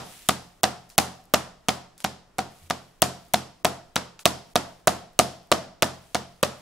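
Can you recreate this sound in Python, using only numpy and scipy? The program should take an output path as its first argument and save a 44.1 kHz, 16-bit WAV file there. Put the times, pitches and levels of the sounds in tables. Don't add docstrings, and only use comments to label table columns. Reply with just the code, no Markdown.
import sys
import numpy as np
from scipy import signal
from scipy.io import wavfile
from scipy.ndimage import uniform_filter1d

SR = 44100
rng = np.random.default_rng(int(sys.argv[2]) if len(sys.argv) > 2 else 0)


def ratio_of_db(decibels):
    return 10 ** (np.asarray(decibels, float) / 20)


def wrap_up_sound(samples):
    columns = np.atleast_2d(samples).T
    tamed = np.clip(columns, -1, 1)
    steps = np.round(tamed * 32767).astype(np.int16)
    wavfile.write(sys.argv[1], SR, steps)


N = 291627
LEAD = 4410
EARLIER_S = -.06

# (time [s], slap peak [dB], board ring [dB], brightness [dB per octave])
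SLAPS = [(EARLIER_S, -12, -16, -4), (0.2884, -5, -25, 2.5), (0.6334, -10, -17, 1), (0.9804, -2.5, -16, 4),
         (1.3387, -9, -11, 2), (1.6856, -11.5, -16, -1.5), (2.0435, -19.5, -34.5, -.5),
         (2.3844, -24, -24.5, .5), (2.7005, -22, -36, -1), (3.0202, -2, -18, 1.5), (3.3371, -11, -33, 1.5),
         (3.6476, -13, -12.5, 3), (3.9585, -14.5, -28, -1), (4.2559, 0, -12, -3.5),
         (4.557, -12.5, -11, -1.5), (4.8732, -7.5, -8.5, 2), (5.1912, 0.5, -13, -1.5),
         (5.517, -9.5, -10, -3.5), (5.8235, -7.5, -14.5, 0), (6.1472, -15.5, -22, -4),
         (6.4297, -12, -15.5, 0)]
# (time [s], board ring [dB], board pitch [Hz], crack [dB], off-centre [dB])
KNOCKS = [(EARLIER_S, -12, 740, -17, 0), (0.2925, -15.5, 740, -16.5, 6), (0.6391, -9.5, 740, -12.5, -1),
          (0.9848, -7.5, 780, -11.5, -4), (1.3421, -13, 680, -12.5, -1.5), (1.6895, -14, 737, -16.5, -2.5),
          (2.0471, -16, 757, -20.5, 0), (2.3895, -14.5, 747, -23.5, -1.5), (2.7072, -17, 715, -20, 4),
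          (3.0249, -8.5, 718, -15, -3), (3.3418, -10, 710, -14, -.5), (3.6522, -10, 708, -15, -3),
          (3.9631, -20, 510, -17, 7), (4.2604, -10, 711, -16, -1), (4.5611, -11.5, 700, -15.5, -5),
          (4.8779, -9, 716, -15.5, -1.5), (5.1962, -5.5, 700, -15.5, -4.5), (5.5221, -7, 675, -13, -5),
          (5.8288, -12.5, 673, -16, 3.5), (6.1529, -15.5, 710, -22.5, 0), (6.4332, -13, 600, -16.5, -2)]
# (centre [Hz], width [Hz], level [dB])
SLAP_BANDS = [(3672, 2300, 0.5), (5500, 1400, -1), (7800, 1600, 2), (11200, 2770, -1), (13900, 2400, -12)]
# (ratio to board pitch, level [dB], t60 [s])
BOARD_NOTES = [(1.023, 2, 0.052), (1.0955, -6, 0.029)]
# (pitch [Hz], level [dB], t60 [s], woken off-centre [0..1])
PLATE_MODES = [(500, -7, .03, 0), (985, 3.5, .02, 1), (1130, 1, .028, 1), (1203, 1, .032, 1),
               (1390, -4, .015, 1), (1680, 4.5, .006, 1)]
# (pitch [Hz], level [dB], t60 [s], build-up t60 [s], left-right [dB])
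COUNTER_MODES = [(86.3, -6.5, .42, 0.0054, 0), (76, -20, 0.23, 0.0074, -4.5),
                 (129.5, -2.5, 0.43, 0.1, -1.5), (141, -11.5, .25, 0.1, 2.5), (178, 1, 0.064, 0.0036, -9),
                 (177, -11, 0.66, .02, -3.5), (208.3, -4.5, 0.26, 0.049, -11.5),
                 (212, 3.5, 0.054, 0.0031, -5.5), (246, 8, .05, 0.0022, -0.5), (290, 3, 0.05, .003, 0)]
# (time [s], peak [dB])
BUMPS = [
    (2.62, -44.5),
    (5.939, -59),
]
# (frequency [Hz], level [dB per Hz], t60 [s], left-right likeness [0..1])
ROOM = [(62, -35, 0.77, 0.99), (150, -10, 0.71, 0.53), (240, 1, 0.36, 1), (330, -3, 0.35, .75),
        (520, -5.5, 0.45, 0.25), (670, -2.5, 0.44, 0.25), (1220, -6.5, 0.42, 0.65), (2000, -14.5, 0.43, .5),
        (4180, -12.5, 0.45, 0.19), (7400, -13, 0.37, 0.43), (11000, -15.5, .3, 0.53), (15900, -27, .25, .6)]
ANSWER_HZ = [400, 1400, 4000, 10000]
# (level [dB], then share [dB per dB] of slap, slap ring, brightness [dB per dB/octave],
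# knock ring, crack, off-centre)
ANSWER = [(-31, .1, .08, -.1, .55, .05, .2), (-29, .02, .2, .08, -.03, .55, .15),
          (-35, .25, .01, -.12, .05, .3, .02), (-40.2, .52, .05, .55, .03, .1, -.12)]
# (centre [Hz], width [Hz], level [dB])
RATTLE_BANDS = [(3240, 400, -4), (5040, 1500, 1.5)]
# (frequency [Hz], level [dB per Hz])
FLOOR_COLOUR = [(12, -38), (20, -4.5), (142, -4), (357, 0), (780, -5.5), (976, -4.5), (2460, -15),
                (6180, -20.5), (11800, -32), (16000, -48.5)]
# (frequency [Hz], level [dB per Hz])
RUSTLE_COLOUR = [(1000, -9), (3000, -1), (5000, -5.5), (9000, -3), (13000, -13), (16000, 12.5)]
# (time [s], level [dB], hold [s])
HANDLING = [(.09, -51, .06), (.2, -57, .08), (.82, -72, .08), (1.05, -70, .15), (1.65, -76, .05),
            (2.56, -60.5, .18), (3.22, -66.5, .07), (3.6, -74, .05), (3.85, -77, .25), (4.5, -65.5, .2),
            (5.15, -74, .03), (5.38, -72, .08), (6.03, -63.5, .1), (6.35, -71, .08), (6.6, -61, .05)]
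# (time [s], peak [dB], centre [Hz])
TICKS = [
    (0.2613, -39, 7100),
    (0.8928, -39, 10200),
    (0.9008, -32.5, 6090),
    (0.9234, -45.5, 3470),
    (1.9792, -34, 7800),
    (2.0036, -28.5, 5820),
    (2.0032, -36, 900),
    (4.192, -27, 2970),
    (4.1943, -34, 900),
]
# (time [s], peak [dB], centre [Hz])
CREAKS = [(1.2141, -52, 8300), (1.2387, -47.5, 9940), (1.2545, -45, 9860), (1.2985, -53, 11000),
          (2.5154, -48, 12140), (2.5214, -47.5, 8160), (3.2214, -55, 8520), (3.251, -45.5, 13500),
          (3.2654, -49, 13500), (3.2841, -46, 10750), (3.3055, -56.5, 8190), (3.4222, -50.5, 8750),
          (4.4744, -57, 8900), (4.5186, -53, 11170), (4.7999, -53.5, 12300), (5.1322, -49.5, 9470),
          (5.4727, -49.5, 13300), (6.3234, -51.5, 10100)]
# (lowest [Hz], from [s], to [s], chance per frame [0..1])
TOP_DROPOUTS = [(15000, .03, .14, .75), (14200, .05, .12, .4), (13200, .07, .12, .2)]

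CONTACT_MS, CONTACT_MS_PER_DB = .8, .045
PADDED_PITCH = .88
THUMP_DB, THUMP_SHARE = -25.3, .34
NOTE_DB, NOTE_SHARE, PADDED_SHARE = -30.5, .8, .27
RATTLE_DB, RATTLE_SHARE = -6.0, -.3
GRIP_DB_PER_S, LET_GO_DB_PER_S = 95, 55
RESTING_DB = -81
FLOOR_DB, RUMBLE_DB, HUM_DB, HUM_LUMP_DB = -62.5, -66, -72, 4.0
FRAME, FRAME_START = 1024, 390
HUSH_ENDS_S, HUSH_FULL_DB, HUSH_PER_DB = .0065, -13, .045
TOP_HZ, TOP_OPEN_S = 15720, .007


def rms_one(x):
    return x / np.sqrt(np.mean(x ** 2) + 1e-20)


def at_hz(rows, hz):
    f, *columns = np.transpose(rows)
    return [np.interp(np.log(hz), np.log(f), c) for c in columns]


def butter(x, order, hz, kind):
    return signal.sosfilt(signal.butter(order, hz, kind, fs=SR, output="sos"), x)


def band(x, low_hz, high_hz):
    return butter(x, 2, [low_hz, min(high_hz, .45 * SR)], "band")


def ring(x, hz, t60):
    r = ratio_of_db(-60 / (t60 * SR))
    w = 2 * np.pi * hz / SR
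    return signal.lfilter([0, np.sin(w)], [1, -2 * r * np.cos(w), r * r], x + 1e-18)


def add(track, sound, s):
    i = round(s * SR) + LEAD
    track[..., i:i + sound.shape[-1]] += sound[..., :track.shape[-1] - i]


def spread(common, own, width):
    return common + width * own * [[1], [-1]]


def half_octaves(length):
    edges = 22 * 2 ** np.arange(0, 10, .5)
    white = rng.standard_normal((2, 2, length))
    for k, (low, high) in enumerate(zip(edges, edges[1:])):
        hz = np.sqrt(low * high)
        mid, side = band(white[k % 2], low, high)
        alike = np.clip(at_hz(ROOM, hz)[2], 0, 1)
        yield hz, spread(np.sqrt(1 + alike) * mid, side, np.sqrt(1 - alike))


def steady(colour):
    return rms_one(sum(ratio_of_db(at_hz(colour, hz)[0]) * pair for hz, pair in half_octaves(N)))


def board(push, hz, upper_db):
    modes = [(hz * ratio, db, t60) for ratio, db, t60 in BOARD_NOTES]
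    modes += [(f, db + upper_db * woken, t60) for f, db, t60, woken in PLATE_MODES]
    shares = rng.normal(0, 1.5, len(modes))
    return sum(ratio_of_db(db + share) * ring(push, f, t60) for (f, db, t60), share in zip(modes, shares))


def contact(t, at_ms, width_ms):
    pulse = np.exp(-.5 * ((t - at_ms) / width_ms) ** 2)
    return pulse / pulse.sum()


def slap(peak_db, contact_ms, ring_db, board_hz, bright_db):
    t = np.arange(2600) / SR * 1000 - 8
    before = np.minimum(t, 0)
    hiss = ratio_of_db(-45.5 + 5.8 * contact_ms) * np.exp(before / (0.89 * contact_ms))
    rise = np.exp(before / (0.19 * contact_ms)) + hiss
    fall = np.exp(-t / (0.68 * contact_ms)) + ratio_of_db(-25.0) * np.exp(-t / 6.9)
    shape = np.where(t < 0, rise, fall)
    common, own = rng.standard_normal((2, len(t))) * shape
    pair = spread(common, own, .35)
    crack = 0
    for hz, width, db in SLAP_BANDS:
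        tilt_db = bright_db * np.log2(hz / 6000) * 0.92
        crack = crack + ratio_of_db(db + tilt_db) * band(pair, hz - width / 2, hz + width / 2)
    crack = rms_one(crack) * np.sqrt(np.mean(shape ** 2)) * ratio_of_db(peak_db + 1.5)
    push = contact(t, 0.35, 0.057 * contact_ms)
    return crack - ratio_of_db(ring_db - 5.0) * board(push, board_hz, -2.5)


def knock(ring_db, board_hz, crack_db, upper_db):
    t = np.arange(2600) / SR * 1000 - 1
    second_ms = 1.75 + 0.12 * rng.standard_normal()
    push = contact(t, -.3, .05) + .9 * contact(t, second_ms - .6, .05)
    grit = np.exp(-np.maximum(t, 0) / 0.84) * (t > -.1)
    grit = grit + 1.36 * np.exp(-np.maximum(t - second_ms, 0) / 1.66) * (t > second_ms)
    common, own = rng.standard_normal((2, len(t))) * grit
    crack = band(band(spread(common, own, 0.089), 1000, 6000), 500, 8000)
    crack = rms_one(crack) * np.sqrt(np.mean(grit ** 2))
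    return ratio_of_db(ring_db - 9.5) * board(push, board_hz, upper_db) + ratio_of_db(crack_db + 1.0) * crack


def counter():
    out = np.zeros((2, N + LEAD))
    for hz, level_db, t60, build, pan_db in COUNTER_MODES:
        clicks = np.zeros(N + LEAD)
        shares = rng.normal(0, 1, len(KNOCKS))
        for (s, *_), (_, slap_db, *_), share in zip(KNOCKS, SLAPS, shares):
            add(clicks, ratio_of_db([THUMP_DB + THUMP_SHARE * slap_db + level_db + share - 3.5]), s - .003)
        swell = ring(clicks, hz, t60) - ring(clicks, hz, build)
        out += swell * ratio_of_db([[pan_db / 2], [-pan_db / 2]])
    bumps = np.zeros(N + LEAD)
    for s, db in BUMPS:
        add(bumps, ratio_of_db(db) * np.hanning(150) / 75, s)
    return out + ring(bumps, 84, 0.4) + .5 * ring(bumps, 140, .2)


def answers():
    parts = []
    for (_, *slap_row), (_, knock_db, _, crack_db, upper_db) in zip(SLAPS, KNOCKS):
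        parts.append([1, *slap_row, knock_db, crack_db, upper_db])
    return np.array(ANSWER) @ np.array(parts).T


def echo_shape(t60):
    t = np.arange(round(.9 * SR / 16)) * 16 / SR
    walls = 1 + 1.0 * np.exp(-t / 0.02) + 0.79 * np.exp(-((t - .02) / 0.002) ** 2)
    return (1 - np.exp(-(t / 0.0041) ** 2)) * walls * ratio_of_db(-60 * t / t60)


def room():
    out, blows = 0, answers()
    slap_at = [(round(s * SR) + LEAD) // 16 for s, *_ in SLAPS]
    tick_at = [(round(s * SR) + LEAD) // 16 for s, *_ in TICKS]
    tick_power = ratio_of_db([2 * (db - 35.5) for _, db, _ in TICKS])
    for hz, pair in half_octaves(N):
        level_db, t60, _ = at_hz(ROOM, hz)
        place = np.interp(np.log(hz), np.log(ANSWER_HZ), np.arange(len(ANSWER_HZ)))
        blow_db = sum(max(0, 1 - abs(place - k)) * row for k, row in enumerate(blows))
        kicks = np.zeros((N + LEAD) // 16 + 1)
        np.add.at(kicks, slap_at, ratio_of_db(2 * blow_db))
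        np.add.at(kicks, tick_at, tick_power / (1 + (2500 / hz) ** 2))
        power = np.maximum(signal.fftconvolve(kicks, echo_shape(t60) ** 2), 0)
        level = np.sqrt(np.interp(np.arange(LEAD, N + LEAD) / 16, np.arange(len(power)), power))
        out = out + ratio_of_db(level_db + 25.5) * level * pair
    return out


def linger():
    out = np.zeros((2, N + LEAD))
    fall = echo_shape(0.54).repeat(16)
    for knock_row, slap_row, answer_row in zip(KNOCKS, SLAPS, answers().T):
        s, knock_db, hz, *_ = knock_row
        *_, ring_db, bright_db = slap_row
        *_, high_db, _ = answer_row
        note_db = NOTE_DB + NOTE_SHARE * knock_db + PADDED_SHARE * ring_db
        rattle_db = high_db + RATTLE_DB + RATTLE_SHARE * bright_db + .25 * (knock_db + 12)
        pair = spread(*rng.standard_normal((2, len(fall))), .5)
        note = rms_one(ring(pair, .98 * hz, .05))
        rattle = sum(ratio_of_db(db) * rms_one(band(pair, f - width / 2, f + width / 2))
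                     for f, width, db in RATTLE_BANDS)
        add(out, (ratio_of_db(note_db + 7.0) * note + ratio_of_db(rattle_db) * rattle) * fall, s)
    return out


def house():
    rumble = rms_one(band(rng.standard_normal(N) + .4 * rng.standard_normal((2, N)), 11, 33))
    knots = np.arange(0, N + 4000, 4000)
    lumps = np.interp(np.arange(N), knots, rng.standard_normal(len(knots)))
    hum = rms_one(band(rng.standard_normal(N) + .2 * rng.standard_normal((2, N)), 42, 80))
    return ratio_of_db(RUMBLE_DB) * rumble + ratio_of_db(HUM_DB + HUM_LUMP_DB * lumps) * hum


def rustle():
    t = np.arange(N) / SR
    power = ratio_of_db(2 * RESTING_DB)
    for s, db, hold in HANDLING:
        grip_db = GRIP_DB_PER_S * np.maximum(s - t, 0)
        let_go_db = LET_GO_DB_PER_S * np.maximum(t - s - hold, 0)
        power = power + ratio_of_db(2 * (db - grip_db - let_go_db))
    grains = ratio_of_db(1.3 * np.minimum(rng.exponential(1, N // 64 + 1), 5)).repeat(64)[:N]
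    return np.sqrt(power) * ratio_of_db(2.0) * rms_one(steady(RUSTLE_COLOUR) * grains)


def ticks():
    out = np.zeros(N + LEAD)
    fall = np.exp(-np.arange(400) / SR / 0.0012)
    for s, db, hz in TICKS + CREAKS:
        crease = band(rng.standard_normal(400) * fall, 0.46 * hz, 2.0 * hz)
        add(out, ratio_of_db(db - 17.5) * rms_one(crease), s)
    return out


def scene():
    near = ticks() + linger()
    for (s, slap_db, ring_db, bright_db), (s2, knock_db, hz, crack_db, upper_db) in zip(SLAPS, KNOCKS):
        contact_ms = CONTACT_MS - CONTACT_MS_PER_DB * slap_db
        add(near, slap(slap_db, contact_ms, ring_db, PADDED_PITCH * hz, bright_db), s - .0083)
        add(near, knock(knock_db, hz, crack_db, upper_db), s2 - .001)
    near = butter(near, 2, 220, "high")
    blows = butter((near + counter())[:, LEAD:] + room(), 4, 70, "high")
    return blows + rustle() + ratio_of_db(FLOOR_DB) * steady(FLOOR_COLOUR) + house()


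def hush_before_blows(x):
    t = np.arange(N) / SR
    hush = np.zeros(N)
    for s, db, *_ in SLAPS:
        start = ((s * SR - FRAME_START) // FRAME * FRAME + FRAME_START) / SR
        depth = np.clip(1 + HUSH_PER_DB * (db - HUSH_FULL_DB), 0, 1)
        hush += (t > start) * (t < s - HUSH_ENDS_S) * depth
    highs = x - signal.sosfiltfilt(signal.butter(2, 900, fs=SR, output="sos"), x)
    return x - .9 * uniform_filter1d(hush, size=40) * highs


def open_top_at_blows(x):
    t = np.arange(N) / SR
    top = x - signal.sosfiltfilt(signal.ellip(10, .2, 40, TOP_HZ, fs=SR, output="sos"), x)
    is_open = sum((abs(t - s) < TOP_OPEN_S) * 1. for s, *_ in SLAPS)
    return x - top * (1 - uniform_filter1d(is_open, size=200))


def drop_top_after_blows(x):
    frame_s = (np.arange(N // FRAME + 2) * FRAME + FRAME_START - FRAME / 2) / SR
    for hz, a, b, chance in TOP_DROPOUTS:
        due = sum((frame_s > s + a) * (frame_s < s + b) for s, *_ in SLAPS)
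        due = due * (rng.random(len(frame_s)) < chance)
        gate = due.repeat(FRAME)[FRAME - FRAME_START:][:N] * 1.
        top = signal.sosfiltfilt(signal.ellip(8, .2, 40, hz, "high", fs=SR, output="sos"), x)
        x = x - top * uniform_filter1d(gate, size=400)
    return x


def top_cut(x):
    return signal.sosfilt(signal.butter(12, 16480, fs=SR, output="sos"), x)


def record(dry):
    mix = butter(hush_before_blows(dry), 8, 15900, "low")
    mix = drop_top_after_blows(open_top_at_blows(mix))
    return top_cut(np.clip(mix, -1, 1))


dry = scene()
out = record(dry)
wrap_up_sound(out)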